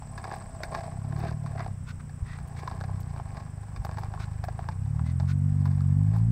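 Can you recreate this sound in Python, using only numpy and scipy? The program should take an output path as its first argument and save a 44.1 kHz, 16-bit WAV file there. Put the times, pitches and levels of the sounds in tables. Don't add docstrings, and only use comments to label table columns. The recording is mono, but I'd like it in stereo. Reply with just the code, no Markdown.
import sys
import numpy as np
from scipy import signal
from scipy.fft import rfft, irfft
from scipy.io import wavfile
from scipy.ndimage import uniform_filter1d

SR = 44100
rng = np.random.default_rng(int(sys.argv[2]) if len(sys.argv) > 2 else 0)


def wav_out(sig):
    wavfile.write(sys.argv[1], SR, np.round(np.clip(np.atleast_2d(sig).T, -1, 1) * 32767).astype(np.int16))


N = 278315


def gain_of(db):
    return 10 ** (np.asarray(db) / 20)


def evened(x):
    return x / np.sqrt(np.mean(x ** 2) + 1e-20)


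def read(points, hz):
    f, value = np.transpose(points)
    return np.interp(np.log(hz + 1), np.log(f + 1), value)


def curves(rows):
    s, *columns = np.transpose(rows)
    return [np.interp(np.arange(N) / SR, s, c) for c in columns]


def add(mix, s, sound):
    part = mix[..., round(s * SR):][..., :sound.shape[-1]]
    part += sound[..., :part.shape[-1]]


def sides(db):
    return gain_of([[db / 2], [-db / 2]])


def ring(x, hz, width):
    return signal.lfilter(*signal.iirpeak(hz, hz / width, SR), x)


# f/Hz, width/Hz, level/dB
CART_MODES = [(372, 130, -9), (443, 150, -9), (725, 63, -8), (798, 60, -1), (1066, 99, -4),
              (1657, 126, -12), (2330, 430, -22), (3530, 240, -27.5), (4900, 960, -22.5),
              (13100, 1100, -40.5)]


def cart(blows, fine, vary_db=0):
    modes = 0
    for k, (hz, width, db) in enumerate(CART_MODES):
        force = fine if k > 4 else blows
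        favour = gain_of(vary_db * rng.standard_normal(blows.shape[1]))
        modes = modes + (-1) ** k * gain_of(db) * ring(force * favour, hz, width)
    return signal.lfilter(*signal.butter(2, 250, "high", fs=SR), modes, axis=1)


def spread(wheels):
    far = signal.lfilter(*signal.butter(1, 3500, fs=SR), wheels[::-1])
    return (wheels + np.roll(far, 1, axis=1)) * sides(-1.6)


# t/s, level/dB
RATTLE_LEVEL = [(0.0, -59.5), (0.33, -43), (0.52, -56), (0.78, -41), (1.03, -56), (1.28, -40.5),
                (1.39, -62.5), (1.6, -43.5), (1.83, -79), (2.6, -49), (3.28, -54.5), (3.39, -44.5),
                (3.5, -60.5), (4.0, -50), (4.3, -55.5), (5.4, -63.5), (5.7, -50.5), (5.96, -60),
                (6.19, -50), (6.31, -72)]


def rattle(shake_db=-18, rise_s=0.004, fall_s=0.03):
    t = np.arange(N) / SR
    power = gain_of(curves(RATTLE_LEVEL)[0]) ** 2
    for s, db, *_ in BUMPS:
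        envelope_log = np.minimum((t - s) / rise_s, (s - t) / fall_s)
        power += gain_of(db + shake_db) ** 2 * np.exp(envelope_log * 2)
    return np.sqrt(power)


# t/s, upper note level/dB, deep note level/dB
BASKET_BOOM = [(.4, -0.5, -33), (.6, 7, -26.5), (1.27, 3.5, 3.5), (1.4, 6.5, -10), (2.1, -3, -24)]


def rolling(jolt_db=2.8, vary_db=4, impacts_per_s=1200):
    jolts = evened(uniform_filter1d(uniform_filter1d(rng.standard_normal(N), size=300), size=300))
    shape = (2, 2, N)
    size_db = 3.6 * np.minimum(rng.exponential(1, shape), 4)
    size = gain_of(size_db) * rng.standard_normal(shape)
    landed = rng.random(shape) < impacts_per_s / SR
    stones, grit = size * landed * gain_of(jolt_db * jolts)
    upper, deep = gain_of(curves(BASKET_BOOM))
    upper_note = upper * ring(ring(stones, 670, 90), 670, 90)
    deep_note = deep * ring(stones, 345, 25)
    wheels = cart(stones, grit, vary_db)
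    return spread(wheels + upper_note + deep_note) * rattle() / np.std(spread(wheels))


# t/s, firing rate f/Hz, mean level/dB
ENGINE_RUN = [(0.0, 35.4, -44.5), (0.84, 29.4, -41.5), (1.1, 35.0, -31), (1.26, 39.2, -32),
              (1.65, 33.6, -37), (1.88, 30.1, -39.5), (2.64, 28.9, -39), (2.93, 32.6, -32),
              (3.12, 29.0, -34.5), (3.3, 24.5, -40), (3.7, 25.5, -38), (4.38, 25.7, -33.5),
              (4.63, 27.6, -35), (5.0, 38.7, -26), (5.2, 44.4, -26), (5.42, 48.6, -25.5), (5.9, 46.5, -24),
              (6.19, 55.8, -23), (6.31, 58.4, -20)]
# f/Hz, relative level/dB
EXHAUST_RESPONSE = [(20, -41), (48, -17), (78, 0), (105, 2), (145, 1), (190, -10.5), (221, -19.5),
                    (243, -14), (290, -36), (400, -52)]
# t/s, slope/(dB per octave)
EXHAUST_BARK = [(0, 4), (.85, 2), (2.3, -2), (3.4, -3), (4.5, -8.5), (5.3, 0.5)]


def engine(uneven_db=1.3, jitter=.009, skew=.4):
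    hz, level_db, bark = (c[::8] for c in curves(ENGINE_RUN) + curves(EXHAUST_BARK))
    wobble = evened(uniform_filter1d(rng.standard_normal(len(hz)), size=200))
    firings = np.cumsum(hz * (1 + jitter * wobble)) * 8 / SR
    count = N // SR * 70
    strength = np.interp(firings, np.arange(count), rng.standard_normal(count))
    order = np.arange(1, 15)[:, None]
    heights = gain_of(read(EXHAUST_RESPONSE, order * hz) + bark * np.log2(order * hz / 120))
    heights /= np.sqrt((heights ** 2).sum(0) / 2)
    pulses = (heights * np.cos(2 * np.pi * order * firings + skew)).sum(0)
    pulses *= gain_of(level_db + uneven_db * strength)
    return signal.resample_poly(pulses, 8, 1, padtype="edge")[:N]


def street(sound, echo_s=0.02038, echo_db=-13):
    echo = np.zeros(N)
    add(echo, echo_s, sound)
    return sound + gain_of(echo_db) * echo * sides(-1.1)


# f/Hz, relative spectral level/dB
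AIR_SPECTRUM = [(20, -8), (55, 3.5), (200, -10.5), (320, -26.5), (800, -27.5), (1700, -31.5), (3200, -42.5),
                (6500, -60.5), (16000, -52)]
# f/Hz, correlation
AIR_LIKENESS = [(30, .2), (150, .5), (800, .7), (3000, 0)]


def air(level_db=-41.5, patchy_db=.7):
    frames, hz = N // 512 + 5, np.fft.rfftfreq(2048, 1 / SR)
    a, b, c, d, patches = rng.standard_normal((frames, 1025, 5)).T
    patches = uniform_filter1d(uniform_filter1d(patches, size=20, axis=0), size=8, axis=1)
    same = np.clip(read(AIR_LIKENESS, hz), -1, 1)[:, None]
    left = a + 1j * b
    right = same * left + np.sqrt(1 - same ** 2) * (c + 1j * d)
    spectra = np.array([left, right])
    spectra *= gain_of(read(AIR_SPECTRUM, hz)[:, None] + patchy_db * evened(patches))
    return gain_of(level_db) * evened(signal.istft(spectra, nperseg=2048, noverlap=1536)[1][:, :N])


# f/Hz, pulse rate/(1/s), first pulse t/s, pulse length/s, early level/dB, later level/dB,
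# left-right difference/dB (levels before this difference and the uneven strokes)
NEAR_CRICKETS = [(8060, 16.1, 0.021, 0.024, -60, -73.5, -4.5), (8350, 16.3, .045, 0.024, -65.5, -78, 0),
                 (7720, 16.0, .049, 0.031, -63.5, -75.5, -9), (8850, 18.6, 0.0037, 0.017, -70, -76, 7)]
# f/Hz, width of each of two resonances/Hz, early level/dB
FAR_CRICKETS = [(7990, 1030, -60.5), (5450, 1400, -68.5)]
# t/s, share of the later level
LEAVING = [(.85, 0), (1.05, 0.6), (6.31, 1)]


def crickets(uneven_db=2, blur_hz=60, far_fade_db=-3, glide_hz=-250):
    t, out = np.arange(N) / SR, np.zeros((2, N))
    later = curves(LEAVING)[0]
    for hz, rate, first, pulse, db, end_db, pan_db in NEAR_CRICKETS:
        strokes = rate * (t - first) + 1
        phase = np.minimum(strokes % 1 / (rate * pulse), 1)
        waver = evened(uniform_filter1d(rng.standard_normal(N), size=100))
        pitch = hz + glide_hz * (phase - .5) + blur_hz * waver
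        tone = np.sin(2 * np.pi * np.cumsum(pitch) / SR)
        force_db = uneven_db * rng.standard_normal(200)[strokes.astype(int)]
        level = gain_of(db + (end_db - db) * later + force_db)
        song = evened(tone * np.sin(np.pi * phase) ** 2) * level
        out += np.array([song, np.roll(song, rng.integers(-8, 8))]) * sides(pan_db)
    for hz, width, db in FAR_CRICKETS:
        hiss = ring(ring(rng.standard_normal((2, N)), hz, width), hz, width)
        out += gain_of(db + far_fade_db * later) * evened(hiss)
    return out


# t/s, peak level of the blow/dB, struck part f/Hz, level of the snap over the blow/dB
BUMPS = [(0.022, -34.5, 852, -24), (0.178, -34.5, 980, 3.5), (0.242, -31, 782, 1), (.304, -34.5, 815, -14),
         (0.339, -30.5, 740, -2.5), (.605, -32.5, 640, -22), (0.634, -28, 660, 5.5),
         (0.749, -21.5, 775, -3.5), (.773, -42, 680, -20), (1.164, -36.5, 750, -4), (1.462, -34, 1080, -3),
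         (1.56, -34, 705, -16), (1.605, -28, 710, -7), (1.663, -29.5, 740, -23), (2.095, -47, 770, 6),
         (2.387, -38.5, 840, -3), (2.676, -25, 1055, -6.5), (2.713, -30.5, 820, -6), (2.811, -29, 880, -2),
         (2.839, -32, 790, -3), (3.163, -36, 820, -9), (3.199, -29, 800, -16.5), (3.37, -37, 800, -0.5),
         (3.762, -40.5, 1040, 4.5), (3.849, -27.5, 800, -4.5), (3.893, -31, 850, -9),
         (3.972, -32, 797.5, -5), (3.984, -28, 805, -5.5), (4.035, -31.5, 800, -5.5), (4.139, -30, 794, -8),
         (4.176, -35.5, 1090, -13), (4.44, -29, 760, -1.5), (4.485, -26, 720, -8.5), (4.525, -46, 900, -4),
         (4.592, -27.5, 750, -28), (4.628, -42, 849, -9), (4.642, -36.5, 800, -16),
         (4.688, -24.5, 860, -9.5), (4.994, -32.5, 1130, -9.5), (5.2, -32, 830, -4),
         (5.656, -33.5, 980, -1.5), (5.807, -41, 1110, -4), (6.163, -32.5, 830, -5)]


def knocks(part_db=13, width=120, chatter_s=.006, chatter_doubles_db=16):
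    out, t = np.zeros((2, N)), np.arange(3000) / SR
    for s, db, hz, snap in BUMPS:
        contact = np.exp(-t / (chatter_s * 2 ** (snap / chatter_doubles_db)))
        chatter = rng.standard_normal((2, len(t))) * (rng.random(len(t)) < .06) * contact
        chatter[0, 0] = 3
        soft = uniform_filter1d(chatter, size=14)
        body = cart(soft, 0 * soft) + gain_of(part_db) * ring(soft, hz, width)
        top = cart(0 * chatter, chatter)
        top *= gain_of(snap) * abs(body).max() / abs(top).max()
        body_peak = abs(spread(body).mean(0)).max()
        add(out, s, gain_of(db) * spread(body + top) / body_peak)
    return out


# t/s, peak level of the left-right mean/dB
GRIT_CRACKS = [(0.353, -45), (0.635, -46), (1.188, -43), (2.474, -47), (3.0012, -42), (3.847, -40),
               (3.988, -43), (4.4393, -41), (5.658, -48), (6.163, -46)]


def cracks(low_hz=5000):
    out, t = np.zeros((2, N)), np.arange(1500) / SR
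    for s, db in GRIT_CRACKS:
        grains = rng.standard_normal((2, len(t))) * (rng.random(len(t)) < .4)
        burst = spread(grains) * (1 - np.exp(-t / .002)) * np.exp(-t / .009)
        burst = signal.lfilter(*signal.butter(2, low_hz, "high", fs=SR), burst) * sides(2.3)
        add(out, s, gain_of(db) * burst / abs(burst.mean(0)).max())
    return out


# t/s, length/s, level before the taper/dB, scrape f/Hz, treble slope/(dB per octave)
SOLE_SCUFFS = [(1.165, .17, -49, 1630, -7.5), (1.559, 0.097, -45.5, 2020, -12.5),
               (1.859, 0.073, -47, 1480, -3), (1.99, 0.027, -51, 1630, -9.5), (2.234, .17, -49.5, 1930, -6),
               (2.556, 0.064, -51, 2200, 0), (4.182, 0.079, -47, 1470, -2.5), (5.032, 0.11, -54, 2030, -2),
               (5.265, 0.074, -47.5, 1470, -1.5)]
# f/Hz, relative spectral level/dB
SOLE_SPECTRUM = [(600, -66), (1000, -15), (2600, -14), (3000, -22.5), (3600, -14), (5500, -14.5),
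                 (15500, -32.5)]


def scuffs(edge=.7, scrape_db=10, scrape_width_hz=120):
    out, shape = np.zeros((2, N)), (2, 8192)
    hz = np.fft.rfftfreq(shape[1], 1 / SR)
    for s, length, db, scrape_hz, tilt in SOLE_SCUFFS:
        n = round(length * SR)
        grit = spread(rng.standard_normal(shape) * gain_of(3 * rng.standard_normal(shape)))
        band_db = scrape_db * np.exp(-((hz - scrape_hz) / scrape_width_hz) ** 2)
        tilt_db = tilt * np.log2(hz / 2000 + 0.089)
        colour_db = read(SOLE_SPECTRUM, hz) + band_db + tilt_db
        lumps = evened(uniform_filter1d(rng.standard_normal(shape[1]), size=300))
        hiss = evened(irfft(rfft(grit * gain_of(2 * lumps)) * gain_of(colour_db)))
        add(out, s, gain_of(db) * hiss[:, :n] * signal.windows.tukey(n, edge))
    return out


# centre t/s, peak level before the left-right difference/dB, f/Hz
LOW_THUMPS = [(2.229, -20.5, 76), (3.802, -25, 64.84)]


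def thumps(cycles=0.51):
    out, t = np.zeros((2, N)), np.arange(-3000, 3000) / SR
    for s, db, hz in LOW_THUMPS:
        swing = -np.cos(2 * np.pi * hz * t) * np.exp(-(t * hz / cycles) ** 2)
        add(out, s + t[0], gain_of(db) * swing * sides(11.0))
    return out


def scene():
    continuous = rolling() + street(engine()) + air() + crickets()
    return continuous + knocks() + cracks() + scuffs() + thumps()


def record(dry, edge_hz=15700):
    fade = np.minimum(np.arange(N)[::-1] / 200, 1)
    low_pass = signal.firwin(1023, edge_hz, window=("kaiser", 9), fs=SR)
    return signal.oaconvolve(dry * fade, low_pass[None], "same")


dry = scene()
out = record(dry)
wav_out(out)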